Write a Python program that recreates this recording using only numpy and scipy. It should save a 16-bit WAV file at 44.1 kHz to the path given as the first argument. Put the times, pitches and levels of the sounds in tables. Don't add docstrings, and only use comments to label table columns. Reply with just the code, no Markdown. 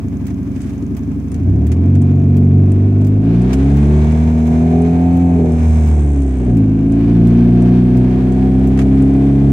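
import sys
import numpy as np
from scipy import signal
from scipy.fft import rfft, irfft, next_fast_len
from scipy.io import wavfile
from scipy.ndimage import uniform_filter1d, minimum_filter1d

SR = 44100
rng = np.random.default_rng(int(sys.argv[2]) if len(sys.argv) > 2 else 0)


def output_pcm(signal):
    pcm = np.clip(np.atleast_2d(signal).T, -1, 1) * 32767
    wavfile.write(sys.argv[1], SR, np.round(pcm).astype(np.int16))


N = 419832
TIME = np.arange(N) / SR
BINS = np.fft.rfftfreq(N, 1 / SR)

# t/s, f/Hz (turns per second)
CRANK_SPEED = [(0, 23.4), (.66, 22.7), (.88, 23.7), (1.3, 24.2), (1.5, 31.9), (1.64, 37.5), (1.76, 41.9),
               (1.9, 47.1), (1.92, 47.3), (2.54, 47.6), (3.18, 51.5), (3.52, 64.3), (3.63, 68.4),
               (4.05, 76.2), (4.25, 79.1), (4.44, 78.7), (5.12, 86.5), (5.26, 87.4), (5.49, 80.9),
               (5.85, 77.5), (6.36, 64.7), (6.5, 61.0), (6.61, 53.5), (6.63, 52.9), (6.75, 53.3),
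               (7.11, 57.2), (7.44, 59.4), (9.52, 69.8)]
# t/s, load (0 coasting to 1 pulling), exhaust pulse level/dB
ENGINE_DRIVE = [(0.0, 0, -16), (1.28, 0.046, -16.5), (1.5, 0.13, -3.6), (1.9, 0.27, -2.5),
                (3.15, 0.24, 0.2), (3.4, 0.39, 1), (4.0, 0.44, 1.4), (4.35, 0.64, 0), (4.7, 0.71, -1.2),
                (5.5, 0.63, -0.5), (5.68, 0.11, -0.5), (6.35, 0.0, -4.5), (6.55, 0.25, 1.6),
                (6.9, 0.042, 0), (7.25, 0.32, 3.5), (7.9, 0.62, 1.5), (8.3, 0.5, 1.3), (9.52, 0.64, 0.1)]
# t/s, opening (0 to 1)
THROTTLE_OPENING = [(1.3, 0.12), (3.17, 0.16), (3.36, .95), (4.15, 0.64), (4.45, 0.3), (4.95, 0.66),
                    (5.25, .35), (5.6, 0.29), (6.9, 0.27), (7.03, 0.77), (8.8, 0.67), (9.52, 0.6)]
# t/s, half width/s, added growl level/dB, crank wobble/turns, lost boom level/dB, burble amplitude
DRIVELINE_SHUDDERS = [(5.43, .12, 6, .022, 1.5, .06), (6.47, 0.075, 4.5, .025, 0, 0.047)]
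WOBBLE, BOOM_LOSS, GROWL_GAIN, BURBLE_AMPLITUDE = 3, 4, 2, 5

# f/Hz, level/dB
SILENCER_RESPONSE = [(40, -47), (48, -32.5), (56, -19.5), (66, -10), (76, -5.5), (86, -6.5), (97, -4),
                     (110, -13), (122, -12.5), (131, -19.5), (143, -10), (154, -18), (170, -13.5),
                     (205, -18), (238, -14), (252, -16), (275, -10), (295, -21.5), (320, -34), (370, -20),
                     (395, -39.5), (418, -17), (440, -45)]
# crank order, coasting level/dB, level added at full load/dB
BOOM_LEVELS = [(1, 0.5, -12.5), (2, -5, 10), (3, -3, 8.5), (4, -3.5, 3.5), (5, -4, 4.1)]
# f/Hz, level/dB
PIPE_RESONANCES = [(45, -19.5), (70, -1), (140, -7.5), (230, -2), (280, 3), (320, -7), (372, -1),
                   (394, -9.5), (418, -8.5), (445, -12), (530, -24), (615, -9), (670, -8), (745, -2),
                   (820, -21), (890, -6), (1000, -35), (1400, -34.5)]
# crank order, level/dB
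FIRING_PATTERN = [(1.5, -8), (2.5, -10.5), (3.5, -4.5), (4.5, 4), (5.5, 7), (6, 6), (6.5, 9), (7, -1.5),
                  (7.5, 7), (8, -3.5), (8.5, 8.5), (9, 5.5), (9.5, 3), (10.5, 2.5), (11.5, 0.5), (12, 3.5),
                  (12.5, -8.5), (13.5, -5.5)]

RUMBLE_COLOUR = [(20, -29.5), (35, -20), (55, -11.5), (90, 4.5), (130, 1.5), (275, -3.5), (320, -14),
                 (480, -12.5), (570, -18), (700, -12.5), (850, -32.5), (1100, -42.5), (2000, -61.5)]
CLATTER_COLOUR = [(450, 5.5), (800, 6.5), (1100, 4), (1350, -1), (1620, 1), (1850, -3), (2100, -2.5),
                  (2350, -0.5), (2750, -6.5), (3100, -9.5), (3600, -13.5), (5000, -26.5), (9000, -37.5)]
INTAKE_COLOUR = [(2200, -28.5), (3300, 3), (4400, 0.5), (5500, -2.5), (8000, -12), (15000, -19)]
HISS_COLOUR = [(3500, -17), (5300, 3.5), (6400, 3.5), (7300, -1.5), (7900, -1), (8400, -2.5), (8900, -8.5),
               (9600, -5.5), (11000, -11), (14500, -11.5), (15500, -17)]
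RATTLE_COLOUR = [(4500, -30.5), (6000, -7.5), (7300, -6), (8400, -3.5), (9300, -14.5), (15000, -26.5)]
FIZZ_COLOUR = [(2500, -14.5), (5000, 1), (9000, -0.5), (15000, 1)]
TICK_COLOUR = [(600, -9.5), (2200, 7), (4200, -2), (6400, 1), (8500, 0.5), (11000, -6), (15500, 2.5)]
TOCK_COLOUR = [(600, -4), (2200, -1), (4200, -6), (6400, 0), (9300, 3), (11000, -12.5), (15500, -13.5)]
CLICK_COLOUR = [(500, -2), (1300, 10), (2200, 11), (4200, 0), (6400, 3.5), (8500, -1.5), (11000, -6),
                (15500, -16.5)]
WHOOSH_COLOUR = [(600, -6.5), (920, 17.5), (1300, -1.5), (2300, 9), (3300, -5.5), (5000, -9.5), (6400, 3.5),
                 (7800, -7), (11000, -22.5)]
BURBLE_COLOUR = [(120, -20), (230, -3), (300, 2), (410, 0), (500, -11), (720, -9), (950, -28.5),
                 (2000, -58.5)]

# t/s, level/dB before trim, low part against the whole/dB before trim, ring time/s
FITTING_CLICKS = [(0.2804, -39, 4, 0.069), (0.305, -37, 3, 0.046), (0.825, -38, -2, 0.039),
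                  (1.343, -31.5, -4.5, 0.07), (1.717, -27.5, -1, 0.08), (1.952, -32.5, 1, 0.047),
                  (3.014, -37, -17, 0.054), (3.046, -34, -2, 0.053), (3.531, -20, -0.5, 0.08),
                  (8.775, -32.5, 7, 0.06), (8.7895, -27.5, 7, 0.1), (8.8144, -33, 3, 0.079)]
# f/Hz, left minus right level/dB
PORT_BALANCE = [(40, -1.2), (200, 0), (450, 1), (750, -3), (950, 4), (1400, 0), (1800, 0), (2350, -6),
                (2900, 0), (4500, 3), (5600, 2), (6400, 9), (7500, 0), (8400, -10), (11500, 0)]
# f/Hz, likeness (0 unrelated to 1 identical)
PORT_LIKENESS = [(100, 0.66), (300, 0.97), (550, 0.83), (800, 0.54), (1300, 0.15), (15000, 0)]

IDLE_HZ = 24
BUZZ_HZ, BUZZ_WIDTH_HZ = 78.65, 3.67
RELAY_START_S, RELAY_STEP_S, RELAY_STOP_S = 0.2665, 0.3502, 9.1
EDGE_HZ = 15750


def from_db(db):
    return 10 ** (np.asarray(db) / 20)


def unit(x):
    return x / np.sqrt(np.mean(x ** 2) + 1e-20)


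def curve(table, column):
    rows = np.array(table)
    return np.interp(TIME, rows[:, 0], rows[:, column])


def at_hz(points, hz):
    f, value = np.transpose(points)
    return np.interp(np.log(hz + 1), np.log(f), value)


def octaves_above_idle(speed):
    return np.log2(speed / IDLE_HZ)


def wander(rate_hz):
    lowpass = 1 / (1 + (BINS / rate_hz) ** 4)
    return unit(irfft(rfft(rng.standard_normal(N)) * lowpass, N))


def drift(rate_hz, size=512):
    return np.interp(TIME * rate_hz, np.arange(size), rng.standard_normal(size))


def noise(colour):
    mid, side = rfft(rng.standard_normal((2, N)))
    same = np.clip(at_hz(PORT_LIKENESS, BINS), -1, 1)
    mid, side = mid * np.sqrt(1 + same), side * np.sqrt(1 - same)
    pair = irfft(np.array([mid + side, mid - side]) * from_db(at_hz(colour, BINS)), N)
    return pair / np.std(pair.mean(0))


def puffs(turns, depth):
    return unit(1 + depth * np.cos(2 * np.pi * turns))


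def shudder(column):
    return sum(row[column] * np.exp(-((TIME - row[0]) / row[1]) ** 2) for row in DRIVELINE_SHUDDERS)


def boom(turns, speed, boom_db=0.98, dispersion=0.632, sway_db=0.59):
    load, out = curve(ENGINE_DRIVE, 1), np.zeros(N)
    for order, (_, coast_db, load_db) in enumerate(BOOM_LEVELS, 1):
        uneven = 1 + .06 * wander(20)
        lag = dispersion * order ** 2
        passed_db = at_hz(SILENCER_RESPONSE, order * speed)
        level = from_db(passed_db + coast_db + load_db * load + sway_db * order * drift(5))
        out += level * uneven * np.cos(2 * np.pi * order * turns - lag)
    return out * from_db(boom_db + curve(ENGINE_DRIVE, 2) - shudder(BOOM_LOSS))


def pipe_levels(speed):
    load, octaves = curve(ENGINE_DRIVE, 1), octaves_above_idle(speed)
    growl_db = -33 + 11 * load - 0.85 * octaves + shudder(GROWL_GAIN)
    rasp_db = -54.5 + 10.0 * load + 7.5 * octaves
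    return from_db(growl_db), from_db(rasp_db)


def growl(turns, speed, split_hz=520, sway_db=2.5, smear_turns=0.006, count=56):
    low, high = pipe_levels(speed)
    grid = np.arange(3000.)
    pipe = from_db(at_hz(PIPE_RESONANCES, grid)) / (1 + (grid / 1600) ** 6)
    upper = 1 - 1 / (1 + (grid / split_hz) ** 12)
    spread = np.arccos(np.clip(at_hz(PORT_LIKENESS, grid), -1, 1)) / 2
    steadiness = 1 - 0.36 * curve(ENGINE_DRIVE, 1)
    out = np.zeros((2, N))
    for order in np.arange(3, count) / 2:
        if order % 1 == 0 and order <= len(BOOM_LEVELS):
            continue
        hz = np.minimum(order * speed, len(grid) - 1).astype(int)
        firing_db = np.interp(order, *np.transpose(FIRING_PATTERN))
        body = pipe[hz] * (low + (high - low) * upper[hz])
        level = from_db(firing_db + sway_db * drift(2.5)) * body
        scattered = turns + smear_turns * steadiness * drift(30)
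        phase = 2 * np.pi * (order * scattered + rng.random())
        side = rng.choice([-1, 1]) * spread[hz]
        out += level * np.cos([phase + side, phase - side])
    return out * (1 + .15 * wander(25))


def cyclic(turns, speed, colour, size=1024):
    cycle = np.linspace(0, 2, size, endpoint=False)
    knocks = np.array([np.interp(turns, cycle, rng.standard_normal(size), period=2) for port in range(2)])
    pair = irfft(rfft(knocks * np.sqrt(speed)) * from_db(at_hz(colour, BINS)), N)
    return pair / np.std(pair.mean(0))


def rush(turns, speed, colour, idle_db, octave_db, throttle_db, buzz_db, damping=0.42):
    repeat = .45
    grain = np.sqrt(repeat) * cyclic(turns, speed, colour) + np.sqrt(1 - repeat) * noise(colour)
    resonance = 1 / (1 + ((speed - BUZZ_HZ) / BUZZ_WIDTH_HZ) ** 4)
    buzz = (1 - damping * curve(ENGINE_DRIVE, 1)) * resonance
    level_db = idle_db + octave_db * octaves_above_idle(speed)
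    return grain * from_db(level_db + throttle_db * curve(THROTTLE_OPENING, 1) + buzz_db * buzz)


def machinery(turns, speed, flutter_db=1.2):
    clatter = rush(turns, speed, CLATTER_COLOUR, idle_db=-49.5, octave_db=2.0, throttle_db=10.5, buzz_db=4.0)
    intake = rush(turns, speed, INTAKE_COLOUR, idle_db=-70.5, octave_db=0.0, throttle_db=18.0, buzz_db=5.5)
    hiss = rush(turns, speed, HISS_COLOUR, idle_db=-64.5, octave_db=-2.34, throttle_db=-3.0, buzz_db=15)
    flutter = from_db(flutter_db * wander(22))
    return (clatter + intake + hiss + whoosh()) * puffs(turns, depth=0.11) * flutter


def valves(turns, speed, tick_db=-42, tick_hz=6550, width_hz=400, decay_s=0.00083, weak=0.49):
    band = 1 / (1 + ((BINS - tick_hz) / width_hz) ** 2)
    ring = unit(irfft(rfft(rng.standard_normal((2, N))) * band, N))
    since_tick_s = (turns % 1) / speed
    strike = np.exp(-since_tick_s / decay_s) * np.where(turns % 2 < 1, 1, weak)
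    return ring * strike * from_db(tick_db) * (speed[0] / speed) ** 1.5


def rattle(turns, speed, rattle_db=-47, load_db=-12):
    first_order_db = at_hz(SILENCER_RESPONSE, speed)
    shake = from_db(first_order_db + load_db * curve(ENGINE_DRIVE, 1) + rattle_db)
    return noise(RATTLE_COLOUR) * shake * puffs(turns, depth=0.75)


def rumble(turns, rumble_db=-25.0, follow=0.66):
    level = from_db(rumble_db + follow * curve(ENGINE_DRIVE, 2))
    return noise(RUMBLE_COLOUR) * level * puffs(turns, depth=0.083)


def fizz(speed, fizz_db=-63, octave_db=-11.5):
    return noise(FIZZ_COLOUR) * from_db(fizz_db + octave_db * octaves_above_idle(speed))


def snaps(times, colour, peak_db, t60, rise_s=0.00035):
    t = np.arange(SR // 5) / SR
    blows = np.zeros(N)
    blows[(times * SR).astype(int)] = 1
    shape = from_db(peak_db - 60 * t / t60) * (1 - np.exp(-t / rise_s))
    return noise(colour) * signal.oaconvolve(blows, shape)[:N]


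def relay(speed, octave_db=-2.4):
    times = np.arange(RELAY_START_S, RELAY_STOP_S, RELAY_STEP_S)
    ticks = snaps(times[::2], TICK_COLOUR, peak_db=-38.5, t60=0.07)
    tocks = snaps(times[1::2], TOCK_COLOUR, peak_db=-40.5, t60=0.045)
    return (ticks + tocks) * from_db(octave_db * octaves_above_idle(speed))


def fittings(click_db=-7, low_db=-1, rise_s=0.0004, split_hz=3800):
    chatter = noise(CLICK_COLOUR)
    low = irfft(rfft(chatter) / (1 + (BINS / split_hz) ** 6), N)
    out = np.zeros((2, N))
    for start_s, db, body_db, t60 in FITTING_CLICKS:
        first = int(start_s * SR)
        span = slice(first, first + SR // 5)
        t = TIME[span] - TIME[span][0]
        blow = from_db(db + click_db - 60 * t / max(t60, .005)) * (1 - np.exp(-t / rise_s))
        extra_low = from_db(body_db + low_db) - 1
        out[:, span] += blow * (chatter[:, span] + extra_low * low[:, span])
    return out


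def rustle(at_s=0.644, width_s=0.12, rustle_db=-51, grain_db=3.0):
    swell = np.exp(-((TIME - at_s) / width_s) ** 4)
    return noise(CLICK_COLOUR) * swell * from_db(rustle_db + grain_db * wander(80))


def whoosh(start_s=3.27, rise_s=0.3, fade_s=2.7, whoosh_db=-50):
    t = np.maximum(TIME - start_s, 0)
    flare = (1 - np.exp(-t / rise_s)) * np.exp(-(t / fade_s) ** 2)
    return noise(WHOOSH_COLOUR) * from_db(whoosh_db) * flare


def burble(turns):
    return noise(BURBLE_COLOUR) * shudder(BURBLE_AMPLITUDE) * puffs(turns, depth=0.6)


def scene():
    speed = curve(CRANK_SPEED, 1)
    lope_turns = .002 + .008 * (speed[0] / speed) ** 2
    turns = np.cumsum(speed) / SR + lope_turns * wander(12) + shudder(WOBBLE) * wander(25)
    exhaust = boom(turns, speed) + growl(turns, speed) + burble(turns)
    mechanical = machinery(turns, speed) + valves(turns, speed) + rattle(turns, speed)
    body = rumble(turns) + fizz(speed)
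    return exhaust + mechanical + body + relay(speed) + fittings() + rustle()


def record(dry, size=600):
    padded = next_fast_len(N + SR)
    tilt_db = at_hz(PORT_BALANCE, np.fft.rfftfreq(padded, 1 / SR)) / 2
    pair = irfft(rfft(dry, padded) * from_db([tilt_db, -tilt_db]), padded)[:, :N]
    headroom = np.minimum(1, .95 / (abs(pair).max(0) + 1e-9))
    pair = pair * uniform_filter1d(minimum_filter1d(headroom, size), size)
    lowpass = signal.firwin(511, EDGE_HZ, window=("kaiser", 9), fs=SR)
    return signal.oaconvolve(pair, lowpass[None], "same")


dry = scene()
out = record(dry)
output_pcm(out)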